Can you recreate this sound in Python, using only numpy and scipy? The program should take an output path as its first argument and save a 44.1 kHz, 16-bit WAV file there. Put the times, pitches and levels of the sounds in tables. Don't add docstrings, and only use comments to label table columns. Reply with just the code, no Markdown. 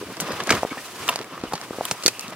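import sys
import numpy as np
from scipy import signal
from scipy.fft import rfft, irfft, next_fast_len
from scipy.io import wavfile
from scipy.ndimage import uniform_filter1d, map_coordinates

SR = 44100
rng = np.random.default_rng(int(sys.argv[2]) if len(sys.argv) > 2 else 0)


def linear_from_db(decibels):
    return 10 ** (np.asarray(decibels, float) / 20)


def int16_out(signal):
    q = np.round(np.clip(np.atleast_2d(signal).T, -1, 1) * 32767)
    wavfile.write(sys.argv[1], SR, q.astype(np.int16))


N = 103635

# (frequency [Hz], density [dB per Hz])
BUFFET_SPECTRUM = [(20, -12), (60, -2), (150, 4), (400, -36), (600, -120)]
# (time [s], litter pressure [dB], leaf brushing [dB])
STRIDE_LEVELS = [(0,-43,-47.5),(.185,-39.5,-48),(.23,-33,-43.5),(.33,-31,-45),(.45,-37,-46.5),(0.529,-25.5,-36),(.66,-40,-47.5),(.75,-39,-48.5),(.83,-46,-46),(1.05,-36,-41.5),(1.12,-33.5,-46),(1.27,-41.5,-52),(1.45,-39,-53),(1.56,-38,-48),(1.75,-42,-48),(1.89,-41,-40),(1.97,-42,-48),(2.1,-46,-42.5),(2.35,-39.5,-51)]
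# (frequency [Hz], density [dB per Hz])
LITTER_SPECTRUM = [(15, -56), (25, -41), (106, -1), (374, -1), (894, -5.5), (1000, -0.5), (1410, -6.5),
                   (3090, -12.5), (6000, -20.5), (7800, -38), (13200, -120)]
# (frequency [Hz], density [dB per Hz])
LEAF_SPECTRUM = [(1470, -5), (2500, -3), (4470, -6), (9140, -8), (13900, -14), (15500, -13.5), (16400, -30)]
# (frequency [Hz], width [Hz], gain [dB])
GEAR_RESONANCES = [(1250, 40, 3.5), (2970, 310, 0.5), (4940, 170, 3)]
# (frequency [Hz], correlation [0..1])
PORT_LIKENESS = [(30, 0.97), (500, 1), (1500, 0.97), (4000, 0.17), (12000, 0.059)]
# (time [s], peak [dB], pitch [Hz], life [cycles])
BOOT_KNOCKS = [(.013,-26,403,3.4),(.025,-23.5,395,4.9),(0.035,-28,407,3.2),(0.067,-32,294,3.8),(0.22,-29,390,1.5),(0.28,-36,490,4.1),(.305,-19.5,517,3),(.428,-27,580,3.5),(0.474,-22.5,393,2.4),(.478,-20,617,4),(0.512,-4.5,356,1.08),(.535,-15.5,143,2.1),(.632,-7,684,2),(0.65,-9,546,1.26),(0.713,-27,295,2.6),(0.72,-20.5,286,1.8),(0.7731,-19.5,770,1.35),(1.105,-21,604,3),(1.137,-35,596,4),(1.159,-16.5,634,1.5),(1.437,-13.5,298,1.35),(1.543,-31,143,2.8),(1.708,-15,396,1.1),(1.7854,-16,475,1.44),(1.8095,-10.5,690,2.5),(1.913,-16,754,1.67),(1.918,-21.5,142,1.26),(2.0559,-17.5,329,2),(2.062,-16,410,2),(2.080,-17,450,2.04),
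               (.005,-37,118,2.7),(0.052,-39.5,87,4.2),(.12,-31.5,227,3.5),(.225,-29.5,158,2.8),(.776,-29.5,263,1.8),(1.537,-24,123,1.9),(1.5236,-16,890,1.8),(1.732,-29.5,377,3.5),(1.745,-27,750,2),(2.038,-25,600,1.5),(1.3775,-34,500,1.5),(2.10,-41,111,3.3),(2.24,-37,196,4.2),(0.331,-31,100,2),(.375,-38,110,1.9),(0.576,-29,80,3),(1.001,-38.5,71,2),(1.331,-40,205,4),(1.399,-37,70,1.7),(1.47,-34,45,2),(.102,-33,410,3.8),(1.442,-25.5,650,3.4),(1.453,-26.5,346,2),(0.7222,-34,500,1.5),(.756,-40,800,1.8),(1.604,-31,750,3.8),(2.283,-32,228,3.1)]
# (time [s], level [dB], t60 [s], brightness [dB per octave])
TWIG_SNAPS = [(0.169,-27,0.018,-4.5),(0.2015,-15,0.014,-2),(0.206,-17,.03,11),(0.2183,-25,.018,-5),(.286,-26,.012,-11),(0.3192,-24,.02,-0.5),(0.402,-21,0.032,-6.5),(0.4366,-25,0.019,3.5),(0.4717,-22.5,0.018,4),(0.4933,-17.5,0.035,-2),(0.5056,-6,0.023,-2),(.5234,-18.5,.03,-2),(.551,-22.5,0.016,1),(0.632,-26,0.011,2),(1.046,-36,.012,-7),(1.0802,-16.5,0.0076,2),(1.0888,-19,0.014,14),(1.0931,-13,.013,11),(1.139,-25.5,.01,-2),(1.1587,-11.5,0.008,-2),(1.1902,-20,0.0069,-4.5),(1.2137,-21.5,0.0066,-4.5),(1.232,-35,0.009,-2),(1.2442,-34,.012,8),(1.4133,-30,.015,-7),(1.437,-26.5,0.026,-7.5),(1.5223,-26,0.0083,-7),(1.5338,-25.5,.015,8),(1.5375,-28.5,0.023,8),(1.553,-23.5,.04,-4.5),(1.5786,-27,.015,-8),(1.6135,-22.5,.009,-4.5),(1.834,-38,0.01,1),(1.853,-14.5,0.0094,16),(1.912,-9.5,.016,-2),(1.915,-27,0.064,8),(2.026,-26,0.01,-1),(2.036,-21,0.042,-2),(2.0614,-1,0.0095,1),(2.067,-5.5,.012,3.5),(2.0797,-5,0.016,0.5),(2.086,-28,0.016,4),(2.1943,-20,0.012,3.5),(2.209,-21,0.0086,6),(2.2802,-27,0.012,-1),(2.3048,-34,.012,9)]
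# (frequency [Hz], density [dB per Hz])
CRACK_SPECTRUM = [(350, -73), (600, -5), (3070, -4), (4710, 2), (5260, 1), (6750, 0.5), (15000, -20),
                  (16400, -26)]
# (start [s], length [s], level [dB], pitch [Hz], width [Hz])
STRAP_RUBS = [
    (0.208,0.16,-44.5,5050,350),
    (0.694,.04,-41,2300,400),
    (1.46,0.033,-42,1250,200),
    (1.466,0.03,-44.5,2950,400),
    (1.269,.14,-55,2980,400),
    (1.28,0.12,-48,1210,250),
    (1.929,0.17,-45,1250,200),
    (2.115,0.18,-43,2690,500),
    (2.12,0.22,-46,1220,250),
]
# (time [s], peak [dB], pitch [Hz], t60 [s])
RINGING_STICKS = [(.2934,-15,1110,0.025),(0.3183,-13.5,1230,0.026),(.403,-9.5,1680,0.017),(.405,-13.5,3050,.015),(1.8526,-8,3250,0.0082),(1.537,-11.5,4420,0.017),(0.4918,-1.5,1614,0.033),(.504,3.5,2280,0.02),(0.5034,0.5,1277,0.043),(0.5208,-1.5,2230,0.034),(0.5279,-4,1250,0.018),(0.568,-9.5,1250,0.046),(.6932,-20,3570,0.011),(0.727,-16,1297,0.062),(.778,-16,1820,0.036),(.788,-19.5,1810,0.036),(1.0801,-7.5,1310,0.011),(.705,-21.5,2250,0.091),(1.0883,3.5,2735,0.028),(1.09,-2.5,1002,0.054),(1.243,-22.5,2240,.015),(1.354,-19.5,1150,0.022),(1.3771,-15.5,1210,0.018),(1.524,-21,1290,0.023),(1.5347,-3.5,850,0.022),(1.731,-21,1180,0.04),(1.854,-15,1068,0.032),(2.037,-16,4230,0.011),(2.0619,11.5,4710,0.0045),(2.067,-12,1980,0.019),(2.0835,-4.5,2550,.02),(2.323,-17,620,0.026),(2.3344,-24,1970,0.03)]

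PORT_LAG_SAMPLES = 1.3


def unit(x):
    return x / np.sqrt(np.mean(x ** 2) + 1e-20)


def along(points, hz):
    f, v = np.transpose(points)
    return np.interp(np.log(hz + 1), np.log(f + 1), v)


def wobble(rate_hz):
    knots = rng.standard_normal(int(N * rate_hz / SR) + 4)
    return map_coordinates(knots, [np.arange(N) * rate_hz / SR])


def filtered(x, response):
    n = x.shape[-1]
    m = next_fast_len(n + 2048)
    spectrum = rfft(x, m) * response(np.fft.rfftfreq(m, 1 / SR))
    return irfft(spectrum, m)[..., :n]


def ports(x, lag_samples):
    side = np.array([[1], [-1]])
    return filtered(x, lambda hz: np.exp(-1j * np.pi * hz * lag_samples / SR * side))


def add(track, time_s, sound):
    part = track[..., round(time_s * SR):][..., :sound.shape[-1]]
    part += sound[..., :part.shape[-1]]


def buffet():
    lumps = linear_from_db(8.1 * np.array([wobble(8.8), wobble(8.5)]))
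    air = filtered(rng.standard_normal((2, N)), lambda hz: linear_from_db(along(BUFFET_SPECTRUM, hz)))
    return linear_from_db(-62) * unit(lumps * air)


def rustle(spectrum, count, spread_db, share, clump_db):
    clicks = np.zeros((2, N))
    for row in clicks:
        size = linear_from_db(spread_db * rng.standard_normal(count))
        row[rng.integers(0, N, count)] = rng.choice([-1, 1], count) * size
    pair = np.sqrt(1 - share) * rng.standard_normal((2, N)) + np.sqrt(share) * unit(clicks)
    low = filtered(pair, lambda hz: 1 / (1 + (hz / 800) ** 4))
    high = pair - low
    pair = low * linear_from_db(clump_db * wobble(39.93)) + high * linear_from_db(clump_db * wobble(70))

    def mid_side(hz):
        gear_db = sum(db / (1 + (2 * (hz - c) / width) ** 2) for c, width, db in GEAR_RESONANCES)
        angle = np.arccos(np.clip(along(PORT_LIKENESS, hz), -1, 1)) / 2
        return linear_from_db(along(spectrum, hz) + gear_db) * [np.cos(angle), np.sin(angle)]

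    mid, side = filtered(pair, mid_side)
    return unit(ports(np.array([mid + side, mid - side]), PORT_LAG_SAMPLES))


def litter():
    time_s, litter_db, leaf_db = np.transpose(STRIDE_LEVELS)
    t = np.arange(N) / SR
    crunch = rustle(LITTER_SPECTRUM, count=2500, spread_db=2.5, share=0.26, clump_db=2.89)
    brush = rustle(LEAF_SPECTRUM, count=5000, spread_db=1.0, share=0.21, clump_db=2.03)
    crunch_gain = linear_from_db(np.interp(t, time_s, litter_db) + 1.5)
    brush_gain = linear_from_db(np.interp(t, time_s, leaf_db) + 5.0)
    return crunch_gain * crunch + brush_gain * brush


def knocks():
    out, t = np.zeros(N), np.arange(3000) / SR
    for time_s, peak_db, hz, cycles in BOOT_KNOCKS:
        life = t * hz / cycles
        envelope = life ** 0.78 * np.exp(-4.5 * life)
        swing = -np.sin(2 * np.pi * hz * t) * envelope
        add(out, time_s, linear_from_db(peak_db + 0.5) * swing / abs(swing).max())
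    return ports(out, PORT_LAG_SAMPLES)


def trunks(x):
    t, t60_s = np.arange(9000) / SR, 0.08
    tail = rng.standard_normal(len(t)) * linear_from_db(-60 * t / t60_s) * (t > 0.003)
    return signal.fftconvolve(x, tail[None] / np.linalg.norm(tail), axes=1)[:, :N]


def snaps():
    snap_db, tail_db, tail_longer = -3, -16.5, 4.1
    lag_samples, rise_s = 3.43, 0.00023
    first_fibre = 8.3
    out, t = np.zeros((2, N)), np.arange(6000) / SR
    for time_s, db, t60_s, bright_db in TWIG_SNAPS:
        own = rng.standard_normal((2, len(t)))
        own = filtered(own, lambda hz: hz ** 2 / (hz ** 2 + 2500 ** 2))
        shared = rng.standard_normal(len(t))
        shared[8] += first_fibre * np.sign(shared[8])

        def colour(hz):
            tilt_db = bright_db * np.log2(np.maximum(hz, 900) / 5000)
            return linear_from_db(along(CRACK_SPECTRUM, hz) + tilt_db)

        lag = lag_samples + 0.98 * rng.standard_normal()
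        burst = unit(filtered(ports(shared, lag) + 0.56 * own, colour))
        fall = linear_from_db(-60 * t / t60_s) + linear_from_db(tail_db - 60 * t / (t60_s * tail_longer))
        add(out, time_s, linear_from_db(db + snap_db) * burst * fall * (1 - np.exp(-t / rise_s)))
    return out


def rubs():
    out, span = np.zeros(N), N // 8
    for start_s, length_s, db, hz, width_hz in STRAP_RUBS:
        n = round(length_s * SR)
        band = filtered(rng.standard_normal(span), lambda f: 1 / (1 + (2 * (f - hz) / width_hz) ** 2))
        grip = linear_from_db(2.8 * wobble(97))[:span]
        swell = np.hanning(n) ** 0.4
        add(out, start_s, linear_from_db(db) * unit(band * grip)[:n] * swell)
    return ports(out, PORT_LAG_SAMPLES)


def sticks():
    stick_db, rough_rad, rise_s = -8.5, 0.64, 0.00039
    out, t = np.zeros(N), np.arange(4000) / SR
    for time_s, peak_db, hz, t60_s in RINGING_STICKS:
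        drift = unit(uniform_filter1d(rng.standard_normal(len(t)), size=40))
        phase = 2 * np.pi * hz * t + rough_rad * drift
        modes = np.sin(phase) + 0.32 * np.sin(1.3 * phase) + 0.21 * np.sin(0.68 * phase)
        ring = modes * linear_from_db(-60 * t / t60_s) * (1 - np.exp(-t / rise_s))
        add(out, time_s, linear_from_db(peak_db + stick_db) * ring / abs(ring).max())
    return ports(out, PORT_LAG_SAMPLES)


def scene():
    wood = knocks() + snaps() + sticks()
    scatter = linear_from_db(-19) * trunks(wood)
    return buffet() + litter() + wood + scatter + rubs()


def roll_off(x):
    return signal.sosfilt(signal.butter(12, 16500, fs=SR, output="sos"), x)


def record(dry):
    low_cut_hz, top_hz = 87, 16000

    def response(hz):
        low_cut = (1j * hz / (low_cut_hz + 1j * hz)) ** 2
        return np.where(hz < top_hz, 1, 0.05) * low_cut

    mix = np.clip(filtered(dry, response), -1, 1)
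    return roll_off(mix)


dry = scene()
out = record(dry)
int16_out(out)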